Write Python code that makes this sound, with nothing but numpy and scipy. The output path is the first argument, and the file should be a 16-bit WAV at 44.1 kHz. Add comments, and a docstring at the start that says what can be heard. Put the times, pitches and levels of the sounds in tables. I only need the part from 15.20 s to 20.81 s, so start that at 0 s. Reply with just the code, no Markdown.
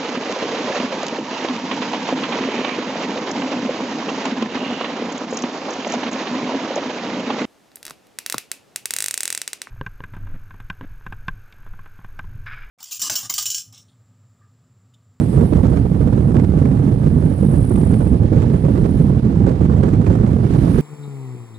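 """A four-wheel-drive rolls along a dirt road with a side window open. From the start the turbulent
slipstream buffets the microphone, mostly its right port: a deep rumble, with flutter and rasp riding
on the eddies, over a faint hiss of tyres. Patches of insects buzz by in the roadside grass, their
song modulated by wing strokes. Near 2.6 s one passes close, its pitch sinking by the Doppler effect.
From about 5.2 s a broad hiss and a high insect buzz swell, with a lower hiss on the left."""
import sys
import numpy as np
from scipy import signal
from scipy.fft import rfft, irfft, next_fast_len
from scipy.io import wavfile
from scipy.ndimage import uniform_filter1d, minimum_filter1d

SR = 44100
rng = np.random.default_rng(int(sys.argv[2]) if len(sys.argv) > 2 else 0)


def dump(signal):
    """Clip the signal to [-1, 1] and save it as 16-bit WAV at the path in sys.argv[1]."""
    limited = np.clip(np.atleast_2d(signal).T, -1, 1)
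    pcm = np.round(limited * 32767).astype(np.int16)
    wavfile.write(sys.argv[1], SR, pcm)


N = 247401
TIME = np.arange(N) / SR
SIZE = next_fast_len(N, real=True)
FREQS = np.maximum(np.arange(SIZE // 2 + 1) * SR / SIZE, 1)


# turbulent pressure spectrum, falling steeply towards the small eddies: f/Hz, level/dB
WIND_SPECTRUM = [(22, -34), (45, -4), (70, -0.5), (110, -0.5), (170, -2), (250, -7), (480, -16),
                 (700, -24.5), (1000, -33.5), (1700, -45), (2800, -55.5), (4500, -61), (7200, -68.5),
                 (15000, -76)]
# strength of the slipstream about its mean: t/s, level/dB
FLOW_LEVEL = [(0.0, 2), (0.55, -0.5), (0.72, 0), (2.42, -0.5), (2.6, 0.5), (3.6, 0.5), (4.1, -0.5),
              (4.7, 2.5), (5.15, 0), (5.35, 1.5), (5.6, 2.5)]
RUMBLE_DB, FLUTTER_DB, RASP_DB = -10.5, -22.5, -42.5   # base gains of large, middling and small eddies
def slipstream():
    """Turbulent intermittency: small eddies ride on larger ones, so the higher bands come in lumps."""
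    flow_db = in_time(FLOW_LEVEL)[0] + 1.2 * drift(rate_hz=11.4)
    stall_db = stalls()
    rasp_db = RASP_DB + 2.14 * flow_db + 0.99 * stall_db
    eddies = rms_one(drift(rate_hz=61) + .5 * drift(rate_hz=400))
    lumps = lambda shared_db, own_db: from_db(shared_db * eddies + own_db * drift(rate_hz=265))
    rumble = evened(noise(WIND_SPECTRUM, low_hz=24, high_hz=288.5) * lumps(1.5, 0.84), span_s=0.036)
    flutter = evened(noise(WIND_SPECTRUM, low_hz=281, high_hz=1240) * lumps(3.5, 1), span_s=0.039)
    tearing = evened(lumps(1.5, 3), span_s=0.023)
    rasp = noise(WIND_SPECTRUM, low_hz=1112) * tearing
    lull = lulls(lead_s=0.0085, width_s=0.0034)
    crackle_left, crackle_right = crackles()
    right = (rumble * from_db(RUMBLE_DB + 1.6 * drift(rate_hz=42) + stall_db - 0.77 * lull)
             + flutter * from_db(FLUTTER_DB + flow_db + 0.51 * stall_db - 4.5 * lull)
             + rasp * from_db(rasp_db - 3.3 * lull)
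             + stray_eddies() * from_db(-47.5 + flow_db + stall_db - lull)
             + buffets() + crackle_right)
    left = crossfeed(right) + fizz(rasp_db) * tearing + crackle_left
    return np.array([left, right])


# single eddies striking the port: t/s, level/dB, duration/s, relative push/dB, relative rasp/dB
EDDY_IMPACTS = [(0.009, -22.5, 0.014, 6, -21), (0.129, -20.5, 0.02, -0.5, -34),
                (0.165, -16, 0.037, 8.5, -28), (0.215, -12, 0.029, -2.5, -35),
                (0.324, -12.5, 0.016, -1, -32), (0.355, -20.0, 0.025, 13, -20),
                (0.382, -14.5, 0.012, 0, -31), (0.434, -15, 0.02, 11, -22), (0.482, -12, 0.012, 11, -22.5),
                (0.522, -16.5, 0.028, -2, -25), (0.562, -19.5, 0.029, -5.5, -24),
                (0.614, -26, 0.025, 11, -26), (0.653, -18.5, 0.0082, 8, -27),
                (0.745, -22.5, 0.011, 7.5, -24), (0.808, -18.5, 0.026, 0, -22.5),
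                (0.874, -16.5, 0.016, 2.5, -21), (0.927, -17.5, 0.022, 10, -22),
                (0.977, -19.5, 0.009, -2, -23), (1.145, -16.0, 0.036, -8.5, -23.5),
                (1.19, -23.5, 0.02, -9, -16), (1.235, -17.5, 0.015, -2, -30),
                (1.418, -12.5, 0.009, 4.5, -34), (1.454, -17.5, 0.026, 3, -22),
                (1.515, -19.5, 0.014, -4, -23), (1.621, -22.5, 0.014, 4, -29),
                (1.713, -18.0, 0.014, 1, -30), (1.864, -20.5, 0.014, 21.5, -17),
                (1.961, -17.5, 0.015, 14, -29), (2.027, -20, 0.021, 7, -34), (2.057, -26, 0.013, 16.5, -16),
                (2.227, -19, 0.028, -0.5, -24), (2.285, -19.5, 0.01, 11.5, -19.5),
                (2.38, -23, 0.031, 13, -27), (2.508, -17, 0.02, 5, -26), (2.577, -17.0, 0.014, -8, -32),
                (2.61, -24.0, 0.011, 12.5, -21), (2.632, -19, 0.011, -13, -26),
                (2.726, -19, 0.023, 9.5, -30), (2.805, -17.5, 0.024, 5, -29),
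                (2.915, -17.5, 0.04, 10.5, -28), (3.001, -18.5, 0.028, 12.5, -31),
                (3.047, -19, 0.012, -5.5, -31), (3.119, -14.5, 0.029, -0.5, -28),
                (3.163, -19, 0.021, 13.5, -21), (3.3, -17.5, 0.013, -3, -24),
                (3.337, -17.5, 0.014, 2.5, -26), (3.441, -17, 0.026, 3, -34), (3.484, -19, 0.031, 4.5, -29),
                (3.553, -19.5, 0.017, -2, -22), (3.578, -16.5, 0.022, 2.5, -28),
                (3.65, -15.5, 0.018, 2.5, -23.5), (3.743, -21, 0.012, 6.5, -24),
                (3.8, -19.5, 0.021, 14.5, -31), (3.899, -18, 0.012, 3.5, -26),
                (4.042, -22.5, 0.02, 10.5, -18), (4.205, -17.0, 0.025, 7, -32),
                (4.242, -16, 0.014, 7.5, -28), (4.268, -15.5, 0.051, -7, -24.5),
                (4.409, -15.5, 0.018, 3, -27), (4.453, -27, 0.015, 12, -16),
                (4.499, -11.5, 0.0077, -3, -36), (4.548, -17, 0.01, 14, -27), (4.629, -18, 0.051, 0, -25),
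                (4.797, -21.5, 0.014, 16, -22), (4.866, -18.5, 0.03, 5, -23),
                (4.901, -15.5, 0.021, 12.5, -26), (4.956, -33.5, 0.011, -3, -27),
                (5.036, -17.5, 0.019, 3, -27), (5.166, -20.5, 0.0084, -1.5, -28),
                (5.232, -17, 0.018, 0.5, -29), (5.353, -13, 0.015, 3, -25), (5.58, -17, 0.024, -12, -19)]
SLAP_RISE_S, PUSH_RISE_S = 0.0018, 0.0033
def buffets():
    """An eddy's impact is a broadband pressure pulse: push, thud, smack and rasp die away together."""
    slaps = bursts([row[:3] for row in EDDY_IMPACTS], SLAP_RISE_S, steepness=2.36)
    push_rows = [(s, db + push_db, length_s) for s, db, length_s, push_db, _ in EDDY_IMPACTS]
    shoves = bursts(push_rows, PUSH_RISE_S, steepness=3)
    push = evened(noise(WIND_SPECTRUM, low_hz=60, high_hz=200), span_s=0.022)
    thud = from_db(2) * evened(noise(WIND_SPECTRUM, low_hz=252, high_hz=522), span_s=0.012)
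    smack = from_db(-8) * evened(noise(WIND_SPECTRUM, low_hz=519, high_hz=1420), span_s=0.0061)
    rasp = noise(WIND_SPECTRUM, low_hz=1350) * from_db(-2 + 4.2 * drift(rate_hz=240))
    return shoves * push + slaps * (thud + smack) + puffs() * rasp


def puffs():
    """Eddy break-up: the envelope of the rasp that each impact tears off."""
    rows = [(s, db + rasp_db, length_s) for s, db, length_s, _, rasp_db in EDDY_IMPACTS]
    return bursts(rows, SLAP_RISE_S, steepness=4)


def lulls(lead_s, width_s):
    """Flow detachment: the air lets go of the port just before each impact; depth from 0 to 1."""
    dip = np.zeros(N)
    for s, *_ in EDDY_IMPACTS:
        near = slice(max(int(s * SR) - SR // 10, 0), int(s * SR) + SR // 50)
        dip[near] += np.exp(-((TIME[near] - s + lead_s) / width_s) ** 2)
    return np.minimum(dip, 1)


# brief stalls of the flow: t/s, level change/dB, half-duration/s
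FLOW_STALLS = [(0.09, -5, 0.044), (0.287, -7.5, 0.027), (0.418, -3, 0.011), (0.674, -4, 0.023),
               (1.27, -3.5, 0.01), (1.797, -4, 0.041), (1.896, -3.5, 0.0069), (1.99, -6, 0.007),
               (2.159, -9, 0.019), (2.476, -2.5, 0.022), (2.894, -4.5, 0.018), (2.986, -10, 0.015),
               (3.098, -6, 0.0068), (3.407, -5.5, 0.028), (3.68, -7, 0.01), (3.835, -5, 0.007),
               (4.014, -18, 0.011), (4.144, -5, 0.014), (4.364, -6, 0.049), (4.7, -1, 0.008),
               (4.839, -6, 0.012), (5.195, -3.5, 0.015), (5.288, -11, 0.013)]
def stalls():
    """Flow noise needs moving air, so it dips abruptly at each stall; the dip in dB."""
    return sum(db * np.exp(-np.minimum(((TIME - s) / half_s) ** 4, 50)) for s, db, half_s in FLOW_STALLS)


# airflow tearing off the port: t/s, level/dB, duration/s, relative treble/dB
SEPARATIONS = [(0.166, -32.5, .002, -3), (0.211, -29.5, 0.0028, -14), (0.335, -28, 0.0032, -6),
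               (0.363, -41, 0.0022, 2), (0.433, -33, 0.0033, 2), (0.484, -33, .002, -10),
               (0.573, -33, .003, 0), (0.867, -40, .002, -4), (0.949, -37, 0.0023, -5),
               (1.154, -34, 0.0032, -8), (1.168, -29, 0.0022, -5), (1.199, -33.5, 0.0054, -4),
               (1.247, -32, .003, -2), (1.421, -38, 0.0023, -18), (2.56, -28.5, 0.003, -11),
               (2.617, -36, .002, -3), (2.738, -31, 0.008, -11), (3.203, -37.5, 0.0017, 3),
               (3.299, -36, 0.0034, -10), (3.343, -42, .002, 0), (3.644, -34, 0.0017, -4),
               (3.66, -35, 0.0035, -11), (3.998, -37, 0.0018, -13), (4.267, -32, 0.0017, 2.5),
               (4.295, -32, .003, 0), (4.635, -30.5, 0.005, -1), (4.866, -27, 0.0033, -11),
               (5.065, -34, 0.0035, -4), (5.241, -33, .002, -6)]
def crackles(rise_s=0.0025, low_hz=1300, treble_hz=4800, top_hz=10000):
    """Flow separation spits dense bursts of tiny clicks, some dull, some bright; left and right."""
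    grit = grains(per_s=6000)
    body = grit * bursts([row[:3] for row in SEPARATIONS], rise_s, steepness=3)
    treble_rows = [(s, db + treble_db, length_s) for s, db, length_s, treble_db in SEPARATIONS]
    treble = grit * bursts(treble_rows, rise_s, steepness=3)
    colour = rms_one(from_db(over_hz(WIND_SPECTRUM)) * above(low_hz, 4) * below(top_hz, 4))
    right = filtered(body, colour * below(treble_hz, 6)) + filtered(treble, colour * above(treble_hz, 6))
    left = from_db(-16) * filtered(treble, rms_one(from_db(over_hz(FIZZ_SPECTRUM))))
    return left, right


def stray_eddies():
    """A Poisson process: small eddies tick dully on the port at independent moments; rms 1."""
    colour = from_db(over_hz(WIND_SPECTRUM)) * above(750, 6) * below(2400, 4)
    return rms_one(filtered(grains(per_s=90), colour))


# share of the right port's wind heard on the left: f/Hz, amplitude ratio (negative = inverted)
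PORT_TRANSFER = [(30, -0.18), (65, 0.24), (90, 0.36), (130, 0.62), (175, 0.55), (250, 0.48), (350, 0.26),
                 (480, 0.18), (600, -0.22), (800, -0.14), (900, -0.073), (1000, -0.15), (1250, -0.15),
                 (1700, 0.065), (4500, 0.12), (6000, -0.032)]
# gain on that share's upper band as the flow shifts: t/s, level/dB
LEAK_LEVEL = [(0, -3.5), (1.9, -0.5), (3.0, 1.5), (5.6, 1)]
def crossfeed(right, split_hz=270):
    """A transfer function: the right port faces the flow and the left hears a weaker, filtered copy."""
    share = over_hz(PORT_TRANSFER)
    lower = filtered(right, share * below(split_hz, 8))
    upper = filtered(right, share * above(split_hz, 8))
    return lower + upper * from_db(in_time(LEAK_LEVEL)[0])


# the left port's own thin fizz: f/Hz, level/dB
FIZZ_SPECTRUM = [(1200, -8), (4500, -20), (5200, -6.5), (6200, -3), (8200, -1.5), (10800, -25),
                 (11800, -30)]
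def fizz(rasp_db):
    """Incoherent addition: the left port's fizz follows the summed powers of rasp and puffs."""
    return noise(FIZZ_SPECTRUM) * np.hypot(from_db(rasp_db - 16), from_db(-15) * puffs())


# passage of one insect beside the road: t/s, level/dB, left minus right/dB
NEAR_PASSAGE = [(1.3, -80, 9), (1.9, -58, 10), (2.1, -54.5, 11), (2.22, -50, 12), (2.3, -47, 12),
                (2.45, -46, 9), (2.54, -44.5, 5), (2.61, -47.5, 3), (2.8, -49, -3), (2.92, -54, -2),
                (3.02, -63, -2), (3.2, -85, 0)]
# its song: f/Hz, level/dB
NEAR_SPECTRUM = [(7000, -27), (7700, -12.5), (8300, -4), (9000, -1.5), (9500, 1), (10400, -2.5),
                 (11100, -8.5), (11700, -14), (13000, -14.5), (14200, -18.5), (15500, -33)]
STROKES_HZ, SONG_CENTRE_HZ, WANDER_SHARE = 44.66, 9490, 0.01   # common to this insect and the patches
def near_insect(pass_s=2.58, turn_s=0.12, doppler_share=0.013):
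    """Doppler effect: a close insect chirps once per wing stroke, beat and pitch sinking as it passes."""
    level_db, pan_db = in_time(NEAR_PASSAGE)
    doppler = -doppler_share * np.tanh((TIME - pass_s) / turn_s)
    cycles = rng.random() + np.cumsum(STROKES_HZ * (1 + doppler)) / SR
    cycles += 0.06 * drift(rate_hz=40)   # uneven timing
    depth_db = np.maximum(5 + 0.27 * (level_db - level_db.max()), 0)   # strokes blur as the song fades
    strokes = from_db(depth_db * np.sin(2 * np.pi * cycles) + 1.8 * drift(rate_hz=90))
    strokes = evened(strokes, span_s=0.045)
    band = lambda: noise(NEAR_SPECTRUM, low_hz=7000, high_hz=11100, order=50)
    separate = np.array([band(), noise(NEAR_SPECTRUM, low_hz=7000)])
    song = rms_one(separate + from_db(-5.5) * band())
    song = shifted(song, SONG_CENTRE_HZ * (doppler + WANDER_SHARE * drift(rate_hz=60)))
    return from_db(level_db) * strokes * song * panned(pan_db)


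# patches of insects: loudest t/s, swell time scale/s, left minus right/dB, stroke depth (0-1),
# buzz centre f/Hz, buzz level/dB, shrill level/dB, thin level/dB
INSECT_PATCHES = [(.12, 0.2, 2.5, 0.26, 9050, -50.5, -59, -68), (.25, 0.2, 2.5, 0.2, 10050, -57, -58, -70),
                  (.5, 0.53, 0, 0.14, 9450, -59.5, -60.5, -82),
                  (1.1, 0.559, -0.5, .15, 9450, -62, -65.5, -85),
                  (1.701, .4, 9, .25, 9250, -63, -68, -65.5),
                  (2.35, 0.27, 10.5, 0.1, 9600, -66.5, -58, -74),
                  (3.451, .25, 5.5, 0.2, 9500, -62, -65, -65), (3.789, 0.18, 8, 0.55, 9700, -56, -62, -63),
                  (5.59, 0.2, 13, 0.3, 9740, -52, -55.5, -56.5)]
# their main buzz: f/Hz, level/dB
BUZZ_SPECTRUM = [(6500, -45), (7500, -13), (8200, -5), (9000, -1), (9450, -0.5), (9900, -2), (10400, -4),
                 (11000, -6), (11700, -22.5), (14000, -32), (15600, -35)]
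# shriller singers to the right: f/Hz, level/dB
SHRILL_SPECTRUM = [(9000, -13.5), (10500, 0), (11500, -1.5), (12200, -1.5), (12700, -12), (14200, -19),
                   (16000, -20)]
# singers of one thin, steady pitch to the left: f/Hz, level/dB
THIN_SPECTRUM = [(8000, -23), (9100, -17), (9480, 2), (9850, -4.5), (11000, -29.5)]
def insect_patches(falloff=1.9, screening=1.93, doppler_share=0.016):
    """Attenuation with distance: each patch swells and fades, its pulsing buzz Doppler-shifted."""
    buzz_power = (from_db(-64) * panned(7)) ** 2   # a far chorus, always there
    shrill_power = thin_power = weighted_offset = 0
    for s, swell_s, pan_db, depth, centre_hz, buzz_db, shrill_db, thin_db in INSECT_PATCHES:
        # the vehicle's body screens the singers behind it, so they fade faster than they came
        along_road = (TIME - s) / swell_s * np.where(TIME > s, screening, 1)
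        distance = np.sqrt(1 + along_road ** 2)
        nearness = distance ** -falloff
        cycles = rng.random() + np.cumsum(STROKES_HZ * (1 + 0.0247 * drift(rate_hz=6))) / SR
        strokes = (1 + depth * np.sin(2 * np.pi * cycles)) / np.sqrt(1 + depth ** 2 / 2)
        power = (from_db(buzz_db) * nearness * strokes * panned(pan_db)) ** 2
        heard_hz = centre_hz * (1 - doppler_share * along_road / distance)
        buzz_power = buzz_power + power
        weighted_offset += power * (heard_hz - SONG_CENTRE_HZ)
        shrill_power += (from_db(shrill_db) * nearness) ** 2
        thin_power += (from_db(thin_db) * nearness) ** 2
    direct = from_db(-15.5) * noise(BUZZ_SPECTRUM)   # shared by both ports
    scattered = np.array([noise(BUZZ_SPECTRUM), noise(BUZZ_SPECTRUM)])   # by the grass
    offset_hz = weighted_offset / buzz_power
    wander_hz = WANDER_SHARE * SONG_CENTRE_HZ * drift(rate_hz=40)
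    song = shifted(rms_one(direct + scattered), offset_hz + wander_hz)
    buzz = np.sqrt(buzz_power) * from_db(1.6 * drift(rate_hz=25)) * song
    shrill = np.sqrt(shrill_power) * shifted(noise(SHRILL_SPECTRUM, low_hz=8500), offset_hz[0])
    thin = np.sqrt(thin_power) * noise(THIN_SPECTRUM, low_hz=8000)
    return buzz + shrill * from_db([[-18], [0]]) + thin * from_db([[2], [-7]])


# course of the broad hiss, which swells at the end: t/s, level/dB
BROAD_HISS_LEVEL = [(0, -47), (1, -52), (3, -48.5), (5.15, -50), (5.35, -43.5), (5.6, -43)]
# spectrum of tyres on dirt: f/Hz, level/dB
ROLLING_SPECTRUM = [(40, -4), (200, 10.5), (500, 1), (900, 0.5), (1300, -15), (1800, -6), (2800, -10.5),
                    (5000, -15), (7500, -25), (10000, -28), (14000, -44)]
def tyres():
    """Rolling noise: dirt under the wheels gives a diffuse, gritty hiss, louder on the window side."""
    grit = from_db(1.4 * drift(rate_hz=200))
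    left = from_db(-4) * noise(ROLLING_SPECTRUM, high_hz=2400, order=4)
    right = from_db(8.5) * noise(ROLLING_SPECTRUM)
    return from_db(in_time(BROAD_HISS_LEVEL)[0]) * grit * np.array([left, right])


# a hiss on the left that swells at the end: t/s, level/dB
HISS_SWELL = [(0, -67), (5.1, -79.5), (5.3, -53), (5.6, -54)]
# its spectrum: f/Hz, level/dB
HISS_SPECTRUM = [(900, 0.5), (1400, 4.5), (1750, -1), (2100, -8.5), (2600, -16), (4000, -10), (8000, -20)]
def left_hiss():
    """Band-limited noise, placed on the left by a level difference between the ports."""
    hiss = noise(HISS_SPECTRUM, low_hz=900, high_hz=9000)
    return from_db(in_time(HISS_SWELL)[0]) * hiss * from_db([[0], [-12]])


def from_db(db):
    """Amplitude ratio of a level in decibels."""
    return np.exp(np.asarray(db) * np.log(10) / 20)


def rms_one(x):
    """Normalisation to unit rms."""
    return x / np.sqrt(np.mean(x ** 2) + 1e-20)


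def in_time(rows):
    """Linear interpolation of each column at every sample."""
    s, *columns = np.transpose(rows)
    return [np.interp(TIME, s, c) for c in columns]


def over_hz(points):
    """Interpolation of a table over log frequency."""
    hz, value = np.transpose(points)
    return np.interp(np.log(FREQS), np.log(hz), value)


def above(hz, order):
    """High-pass response, one half at hz."""
    return 1 / (1 + (hz / FREQS) ** order)


def below(hz, order):
    """Low-pass response, one half at hz."""
    return 1 / (1 + (FREQS / hz) ** order)


def filtered(x, gain):
    """Filtering by multiplication of the spectrum."""
    return irfft(rfft(x, SIZE) * gain, SIZE)[:N]


def noise(spectrum, low_hz=15, high_hz=16000, order=12):
    """Spectral shaping of Gaussian noise between two band edges; rms 1."""
    edges = np.sqrt(above(low_hz, order) * below(high_hz, order))
    white = rng.standard_normal(2 * len(FREQS)).view(complex)
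    return rms_one(irfft(white * from_db(over_hz(spectrum)) * edges, SIZE)[:N])


def drift(rate_hz):
    """Low-pass noise: random wandering up to about this rate, drawn at every 20th sample; spread 1."""
    hz = np.arange(N // 40 + 2) * SR / (N + 1)
    white = rng.standard_normal((len(hz), 2)) @ [1, 1j]
    slow = irfft(white / (1 + (hz / rate_hz) ** 2))
    return np.interp(np.arange(N) / 20, np.arange(len(slow)), rms_one(slow))


def grains(per_s):
    """Shot noise: random clicks of uneven size and sign; rms 1."""
    born = rng.random(N) < per_s / SR
    return rms_one(born * rng.standard_normal(N))


def evened(x, span_s):
    """Division by the running rms holds the slow level at 1 and keeps the fast lumps."""
    width = max(int(span_s * SR), 2)
    power = uniform_filter1d(uniform_filter1d(x ** 2, width), width)
    return x / np.sqrt(np.maximum(power, 1e-9))


def bursts(rows, rise_s, steepness):
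    """Superposed envelopes (t/s, level/dB, duration/s); steepness 1 is an exponential decay."""
    envelope = np.zeros(N)
    for s, db, length_s in rows:
        near = slice(max(int(s * SR) - SR // 20, 0), int(s * SR) + SR // 5)
        age = TIME[near] - s
        release = np.minimum((np.maximum(age, 0) / max(length_s, 1e-3)) ** steepness, 50)
        envelope[near] += from_db(db) * np.exp(np.minimum(age / rise_s, -release))
    return envelope


def panned(pan_db):
    """Constant-power panning: left and right gains for a level difference."""
    sides = from_db(np.vstack([pan_db, -pan_db]) / 2)
    return sides / np.sqrt(np.mean(sides ** 2, axis=0))


def shifted(x, by_hz):
    """Single-sideband modulation slides every frequency by the same changing amount."""
    analytic = signal.hilbert(x, SIZE)[..., :N]
    return np.real(analytic * np.exp(2j * np.pi * np.cumsum(by_hz, axis=-1) / SR))


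def scene():
    """Superposition of the wind on the ports and the faint sounds of the roadside."""
    return slipstream() + insect_patches() + near_insect() + tyres() + left_hiss()


def record(dry):
    """Look-ahead limiting holds the peaks under full scale; a low-pass stops the band above 16.5 kHz."""
    allowed_gain = np.minimum(1, .99 / np.maximum(np.abs(dry).max(axis=0), 1e-6))
    gain = minimum_filter1d(allowed_gain, size=600)
    gain = uniform_filter1d(uniform_filter1d(gain, size=300), size=300)
    return signal.sosfilt(signal.cheby2(12, 70, 16500, fs=SR, output="sos"), dry * gain)


dry = scene()
out = record(dry)
dump(out)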